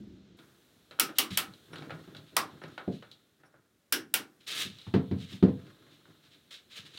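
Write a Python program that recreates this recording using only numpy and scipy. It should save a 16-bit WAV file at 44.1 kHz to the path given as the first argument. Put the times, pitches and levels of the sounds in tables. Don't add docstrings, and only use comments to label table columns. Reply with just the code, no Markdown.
import sys
import numpy as np
from scipy import signal
from scipy.fft import rfft, irfft, next_fast_len
from scipy.io import wavfile
from scipy.ndimage import uniform_filter1d

SR = 44100
rng = np.random.default_rng(int(sys.argv[2]) if len(sys.argv) > 2 else 0)


def waveform_to_disk(signal):
    frames = np.transpose(np.atleast_2d(signal))
    scaled = np.clip(frames, -1, 1) * 32767
    samples = np.round(scaled).astype(np.int16)
    wavfile.write(sys.argv[1], SR, samples)


N = 307818
T = np.arange(int(SR * .7)) / SR
GROAN_END_S = .37


def snaps(fracture_db=7.5, give_db=-9, ring_db=-9, boom_rise_s=0.023):
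    # t/s, relative level/dB, low resonance f/Hz, its lift/dB, high resonance f/Hz,
    # its lift/dB, steel ring/dB, crispness/dB, wall boom/dB
    breaks = [(0.9973, -20.5, 1320, 11, 2680, 7.5, 4.5, -1, -32.5),
              (1.185, -20, 1160, 9, 2940, 10.5, 0, -2, -35), (1.3734, -23, 1300, 9, 2970, 6, -3, -4, -40.5),
              (2.3663, -23, 1114, 10.5, 2766, 0, 3, -13.5, -36),
              (3.9243, -23, 1580, 10.5, 2830, 8.5, 7, -3, -32.5),
              (4.1399, -23, 1395, 5.5, 2800, 7.5, 0.5, -3.5, -37)]
    # f/Hz, level/dB
    pine_spectrum = [(200, -29.5), (480, -11.5), (750, -7), (1000, -7), (2100, -2), (3500, 1), (5600, 1.5),
                     (6800, -2.5), (8400, 3), (9600, 1.5), (11200, 5), (15500, 3)]
    # f/Hz, level/dB
    wall_spectrum = [(60, -38.5), (130, -15.5), (220, -6.5), (320, 5), (450, -5.5), (600, -15.5),
                     (1000, -42.5), (3000, -66.5)]
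    out, hz = np.zeros(N), bins(T)
    direct_eq = curve([(1000, 3), (4000, 7), (9000, 9)], hz)
    echo_eq = curve([(1500, -8), (5000, -9.5), (14000, -12)], hz)
    for s, db, low_hz, low_db, high_hz, high_db, steel_db, crisp_db, boom_db in breaks:
        shape = curve(pine_spectrum, hz) + 2 * crisp_db * hz / (hz + 4000)
        shape += low_db * hump(hz, low_hz, .18) + high_db * hump(hz, high_hz, .2)
        shape += steel_db * hump(hz, 5450, .12)
        fracture = colour(crack(peak_s=.0011, room_db=-45, uneven_db=2), shape + direct_eq)
        echo = colour(cabin(rise_s=.002), shape + echo_eq)
        ring = amp(steel_db) * brace_ring() + amp(ring_db) * timber_ring(shape, hz)
        add(out, s, amp(db) * (amp(fracture_db) * fracture + echo + ring))
        give = colour(crack(peak_s=.0007, room_db=-25, uneven_db=3), shape - hz / 600)
        add(out, s - .0013, amp(db + give_db) * give)
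        add(out, s, amp(boom_db) * colour(cabin(boom_rise_s), curve(wall_spectrum, hz)))
    return out


def brace_ring():
    # f/Hz, level/dB, t60/s
    modes = [(5740, -28.5, .2), (5740, -27.5, .2), (8400, -30, 0.17), (11200, -26, .18),
             (13300, -28.5, .16)]
    hz, db, t60 = np.transpose(modes)[:, :, None]
    return (amp(db) * np.sin(2 * np.pi * (hz * T + rng.random(hz.shape))) * decay(t60)).sum(0)


def timber_ring(shape, hz):
    # f/Hz, level/dB
    modes = [(781, -3.5), (1020, -9.5), (1294, -2), (1435, -1), (1545, -9.5), (1821, -5.5), (2066, -1.5),
             (2266, 2), (2653, -10), (2768, -9), (2970, -7.5), (3310, -2), (3880, -2), (5200, -0.5),
             (5690, 2)]
    mode_hz, mode_db = np.transpose(modes)[:, :, None]
    half = len(hz) // 2
    blow_db = np.interp(mode_hz, hz[:half], shape[:half])
    blow_db += rng.uniform(-2, 2, mode_hz.shape)
    phase = 2 * np.pi * rng.random(mode_hz.shape)
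    strength = amp(mode_db + blow_db)
    t60 = .29 * (1300 / mode_hz) ** .55
    partials = strength * np.sin(2 * np.pi * mode_hz * T + phase) * decay(t60)
    return partials.sum(0) / np.linalg.norm(strength) * (1 - np.exp(-T / 0.00085))


def thumps(wash_db=-9):
    # t/s, level/dB, upper corner f/Hz (hardness), lower corner f/Hz (spot struck),
    # contact click/dB, factor on the ring time
    blows = [(1.307, -32.5, 152, 92.3, -58, 0.9), (1.482, -41, 150, 88.7, -73, 0.34),
             (2.075, -44, 465, 131.4, -60, .7), (2.877, -21.5, 690, 133.6, -55, 0.55),
             (2.938, -35, 250, 130, -70.5, 0.33), (4.652, -35, 186, 70, -75.5, 0.67),
             (4.867, -32.5, 106, 50, -51.5, 1), (4.939, -13.5, 390, 50, -32.5, 0.9),
             (5.112, -18.5, 243, 50, -46, 0.95), (5.322, -35.5, 190, 50, -58, 1),
             (5.426, -9.5, 420, 50.2, -36.5, 0.8), (5.483, -23, 495, 91.6, -50.5, 0.61),
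             (6.786, -49.5, 109, 60, -74, 1)]
    # f/Hz, level/dB, t60/s
    modes = [(88.56, -3.5, 0.11), (100.7, -1.5, 0.16), (130, -14, 0.45), (192, -2, 0.31),
             (236.2, -12.5, .2), (262.8, -7, 0.38), (296, -18, 0.22), (315, -9.5, 0.22),
             (375.3, -1.5, 0.18), (431, -10, 0.42), (452, -13, 0.31), (493, -15, 0.46), (588, -23, 0.39),
             (693, -13.5, 0.33), (684, -37, .2), (766, -28.5, 0.061), (830, -22, 0.077)]
    # f/Hz, level/dB
    thud_spectrum = [(25, -58), (55, -34), (90, 0), (200, 9.5), (400, -1.5), (600, -4), (1000, -20),
                     (2500, -43.5), (8000, -54.5)]
    click_spectrum = [(200, -3.5), (700, 5.5), (1600, -1.5), (4000, -6.5), (7000, -27.5), (15000, -35.5)]
    out, hz = np.zeros(N), bins(T)
    mode_hz, mode_db, t60 = np.transpose(modes)[:, :, None]
    sign = (-1) ** np.arange(len(modes))[:, None]
    for s, db, upper_hz, lower_hz, click_db, sustain in blows:
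        strength = amp(mode_db) / np.sqrt(1 + (mode_hz / upper_hz) ** 4 + (lower_hz / mode_hz) ** 6)
        partials = sign * strength * np.sin(2 * np.pi * mode_hz * T) * decay(t60 * sustain)
        ring = partials.sum(0) / np.linalg.norm(strength)
        rolloff_db = 10 * np.log10(1 + (hz / upper_hz) ** 4 + (lower_hz / (hz + 20)) ** 4)
        echoes = cabin(rise_s=0.0026) * np.exp(-T / (0.2 * sustain))
        wash = colour(echoes, curve(thud_spectrum, hz) - rolloff_db)
        click = colour(crack(peak_s=0.0014, room_db=-1.5, uneven_db=-2), curve(click_spectrum, hz))
        add(out, s, amp(db) * (ring + amp(wash_db) * wash) + amp(click_db) * click)
    return out


def ticks(gain_db=3, ring_db=-8):
    # t/s, relative level/dB, brightness/dB (woody below -10, metallic above 0)
    knocks = [(0.388, -56, -5.5), (0.91, -47.5, -8), (0.989, -44, -21), (1.091, -43.5, -19),
              (1.536, -55.5, 6), (1.732, -45, -16), (1.757, -43.5, -6), (1.782, -50.5, 2),
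              (1.822, -45.5, -16), (1.895, -47.5, -23), (1.905, -39.5, -17.5), (2.148, -50.5, -7),
              (2.166, -49, 9), (2.616, -47.5, -23), (2.637, -45, -13.5), (2.778, -38, -18),
              (3.024, -49.5, -12.5), (3.114, -50, 12), (3.434, -56.5, -27.5), (3.54, -60.5, -35),
              (4.785, -50, 10), (4.814, -53, 21), (5.666, -59.5, -5), (6.054, -61, -30.5),
              (6.541, -47.5, 16), (6.974, -44.5, 9)]
    # f/Hz, level/dB
    spectrum = [(80, -32.5), (200, -9), (330, -1), (550, 5), (780, -1), (1050, -1), (1450, 3.5),
                (2000, -2.5), (3000, 6), (4000, 10), (5500, -9.5), (8000, -14), (15000, -25.5)]
    out, hz = np.zeros(N), bins(T)
    for s, db, bright_db in knocks:
        shape = curve(spectrum, hz) + curve([(1800, 0.0015), (3800, bright_db)], hz)
        contact = colour(crack(peak_s=0.0014, room_db=-6.5, uneven_db=0.5), shape)
        add(out, s, amp(db + gain_db) * (contact + amp(ring_db) * timber_ring(shape, hz)))
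    return out


def rubs(swish_db=-2.5, grit_db=3.5):
    # t/s, rise/s, hold/s, relative level/dB
    scuffs = [(1.15, 0.015, .005, -49.5), (1.302, 0.0053, 0.037, -42), (1.98, 0.014, 0.058, -66),
              (2.26, .012, .015, -62), (2.5, 0.0082, 0.0089, -66.5), (2.71, 0.0087, 0.013, -60),
              (2.91, 0.021, 0.021, -55), (4.402, 0.0046, .02, -60.5), (4.464, .012, 0.086, -36),
              (4.535, 0.056, 0.032, -31), (4.7, 0.038, .15, -58), (5.16, 0.067, 0.0083, -49),
              (5.26, .065, 0.011, -46.5), (5.66, .01, .02, -68), (5.9, 0.021, 0.017, -60),
              (6.225, 0.0062, 0.03, -62), (6.3, .02, 0.029, -60), (6.506, 0.0033, 0.034, -46.5),
              (6.695, 0.026, 0.028, -49.5), (6.745, .025, .01, -42.5), (6.85, 0.0057, .01, -50),
              (6.9, 0.048, .04, -52)]
    # f/Hz, level/dB
    swish_spectrum = [(200, -22.5), (450, -8.5), (850, -18), (1300, -6), (2400, -1), (3700, 5), (4500, -3),
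                      (5500, -8.5), (8000, -15), (13000, -28.5), (16000, -26.5)]
    # f/Hz, level/dB
    grit_spectrum = [(1000, -25.5), (3500, -6.5), (6000, 1.5), (9000, 1), (13000, -4), (16000, -6)]
    force = strokes(scuffs, release_db_per_s=239.5)
    swish = friction(force, swish_spectrum, slips_per_s=4000, spread_db=2.5, room_db=-8)
    grit = friction(force ** 1.48, grit_spectrum, slips_per_s=1900, spread_db=3.5, room_db=-3.5)
    return amp(swish_db) * swish + amp(grit_db) * grit


def loaded_boards(grumble_db=-6, crunch_db=-34):
    # t/s, rise/s, hold/s, relative level/dB
    pushes = [(.37, 0.014, 0.045, -52), (.91, 0.011, .03, -54), (1.65, 0.13, 0.061, -38),
              (1.89, 0.025, 0.021, -39), (2.07, .02, 0.097, -44.5), (2.31, 0.021, .08, -45.5),
              (2.49, 0.028, 0.065, -47), (2.61, 0.037, 0.021, -40.5), (2.78, .02, .03, -58),
              (3.02, 0.013, 0.022, -53.5), (3.37, .03, 0.059, -60), (3.54, .02, .02, -62),
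              (4.47, 0.095, .05, -46), (5.55, .03, 0.11, -48), (5.79, 0.036, .08, -51.5),
              (6.05, 0.018, 0.029, -54), (6.22, 0.029, 0.059, -60.5), (6.79, 0.041, .12, -54)]
    # f/Hz, level/dB
    grumble_spectrum = [(25, -46), (60, -23.5), (90, -11), (130, -3), (165, 3), (190, -0.5), (215, -5),
                        (258, 5.5), (320, 0), (380, -7.5), (470, -7.5), (650, -18), (1000, -40),
                        (2000, -70.5)]
    # f/Hz, level/dB
    crunch_spectrum = [(400, -1.5), (800, -2.5), (1400, 5), (2400, -4), (3900, -12.5), (5500, -11.5),
                       (9000, -24), (15000, -26.5)]
    load = strokes(pushes, release_db_per_s=113.5)
    grumble = friction(load, grumble_spectrum, slips_per_s=450, spread_db=3.5, room_db=-5.5)
    crunch = friction(load ** 0.69, crunch_spectrum, slips_per_s=450, spread_db=4.5, room_db=2.5)
    return amp(grumble_db) * grumble + amp(crunch_db) * crunch


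def groan(start_db=-49, fade_db_per_s=25.5):
    # f/Hz, level/dB
    spectrum = [(25, -3), (45, -1.5), (100, -3), (175, -1.5), (198, 9.5), (222, -1.5), (320, 1.5),
                (364, -0.5), (420, -12.5), (700, -29.5), (1500, -49.5)]
    t = np.arange(N) / SR
    force = amp(start_db - fade_db_per_s * t) * np.clip((GROAN_END_S - t) / 0.0084, 0, 1)
    return friction(force, spectrum, slips_per_s=730, spread_db=-1, room_db=-18.5)


def squeaks():
    # t/s, length/s, level/dB
    catches = [(1.718, 0.04, -60), (2.612, 0.043, -69), (3.44, .055, -74)]
    # f/Hz, level/dB
    partials = [(5520, 1), (9950, -2)]
    out = np.zeros(N)
    for s, length, db in catches:
        count = round(length * SR)
        drift = 1 + .035 * unit_rms(uniform_filter1d(rng.standard_normal(count), size=70))
        tone = sum(amp(part_db) * np.sin(2 * np.pi * hz * np.cumsum(drift) / SR)
                   for hz, part_db in partials)
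        add(out, s, amp(db) * tone * np.hanning(count))
    return out


def cabin(rise_s):
    # f/Hz, t60/s
    reverb_times = [(100, 0.76), (260, 0.37), (700, 0.28), (1400, 0.27), (2500, 0.19), (4850, 0.18),
                    (12800, 0.14)]
    echoes, hz = rfft(scatter(len(T))), np.fft.rfftfreq(len(T), 1 / SR)
    centres, t60s = np.transpose(reverb_times)
    bands = [curve(np.c_[centres, weights], hz) for weights in np.eye(len(centres))]
    tail = sum(irfft(echoes * band, len(T)) * decay(t60) for band, t60 in zip(bands, t60s))
    return tail * (1 - np.exp(-T / rise_s))


def room_tone():
    # t/s, air level/dB, hiss level/dB
    levels = [(0, -62.5, -75), (.9, -66.5, -73.5), (1.5, -62.5, -68), (3, -68, -68), (3.6, -73.5, -88.5),
              (4.35, -68, -85.5), (4.8, -66.5, -65), (6.98, -68, -73.5)]
    # f/Hz, level/dB
    air_spectrum = [(25, -31), (60, -5.5), (110, -3), (260, -1), (400, -4.5), (630, -11), (950, -18.5),
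                    (1450, -12.5), (2400, -19), (3900, -20), (5500, -20.5), (9000, -23), (16000, -25)]
    hiss_spectrum = [(1500, -25.5), (2800, -9), (3600, -2), (4200, -4), (4900, -29.5), (7000, -34),
                     (12000, -42)]
    air, hiss = rng.standard_normal((2, N))
    t, hz = np.arange(N) / SR, bins(air)
    at, air_db, hiss_db = np.transpose(levels)
    air = amp(np.interp(t, at, air_db)) * colour(air, curve(air_spectrum, hz))
    dull = signal.sosfilt(signal.butter(4, 6500, fs=SR, output="sos"), air)
    air = np.where(t < GROAN_END_S, amp(-3) * dull, air)
    return air + amp(np.interp(t, at, hiss_db)) * colour(hiss, curve(hiss_spectrum, hz))


def crack(peak_s, room_db, uneven_db):
    sizes = unit_rms(amp(uneven_db * np.clip(rng.standard_normal(len(T)), -2, 2)))
    burst = sizes * scatter(len(T)) * (T / peak_s) * np.exp(1 - T / peak_s)
    return burst + amp(room_db) * cabin(rise_s=.002)


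def friction(force, spectrum, slips_per_s, spread_db, room_db):
    sizes = amp(spread_db * np.minimum(rng.exponential(1, N), 4))
    slips = sizes * rng.choice([-1., 1.], N) * (rng.random(N) < slips_per_s / SR)
    jerks = unit_rms(slips) * force
    walls = cabin(rise_s=0.00067) * np.exp(-T / .02)
    reflected = signal.fftconvolve(jerks, walls / np.linalg.norm(walls))[:N]
    blend = (jerks + amp(room_db) * reflected) / np.hypot(1, amp(room_db))
    return colour(blend, curve(spectrum, bins(jerks)))


def strokes(rows, release_db_per_s):
    t, power = np.arange(N) / SR, np.zeros(N)
    for start, rise, hold, db in rows:
        release_db = -release_db_per_s * np.clip(t - start - rise - hold, 0, 1)
        power += (np.clip((t - start) / rise, 0, 1) * amp(db + release_db)) ** 2
    return np.sqrt(power)


def scatter(count):
    taps = np.zeros(count)
    at = np.arange(0, count - 4, 4)
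    taps[at + rng.integers(0, 4, len(at))] = rng.choice([-2., 2.], len(at))
    return taps


def colour(x, db):
    log_gain = np.log(unit_rms(amp(db)) + 1e-6)
    response = np.exp(np.conj(signal.hilbert(log_gain)))
    return np.fft.ifft(np.fft.fft(x, len(db)) * response).real[:len(x)]


def curve(points, hz):
    f, value = np.transpose(points)
    return np.interp(np.log(hz + 1), np.log(f + 1), value)


def hump(hz, centre_hz, octaves):
    return 1 / (1 + (np.log2((hz + 1) / centre_hz) / octaves) ** 2)


def decay(t60):
    return np.exp(-np.log(1000) * T / t60)


def bins(x):
    return abs(np.fft.fftfreq(next_fast_len(len(x) + 4096), 1 / SR))


def amp(db):
    return 10 ** (np.asarray(db) / 20)


def unit_rms(x):
    return x / np.sqrt(np.mean(x ** 2) + 1e-20)


def add(mix, s, sound):
    part = mix[max(round(s * SR), 0):][:len(sound)]
    part += sound[:len(part)]


def scene():
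    return (snaps() + ticks() + thumps() + squeaks() + groan() + loaded_boards() + rubs()
            + room_tone())[None]


def record(dry, low_cut_hz=62, band_limit_hz=16100):
    cut = signal.sosfilt(signal.butter(3, low_cut_hz, "high", fs=SR, output="sos"), dry)
    lowpass = signal.firwin(301, band_limit_hz, window=("kaiser", 9), fs=SR)
    return signal.oaconvolve(cut, lowpass[None], "same")


dry = scene()
out = record(dry)
waveform_to_disk(out)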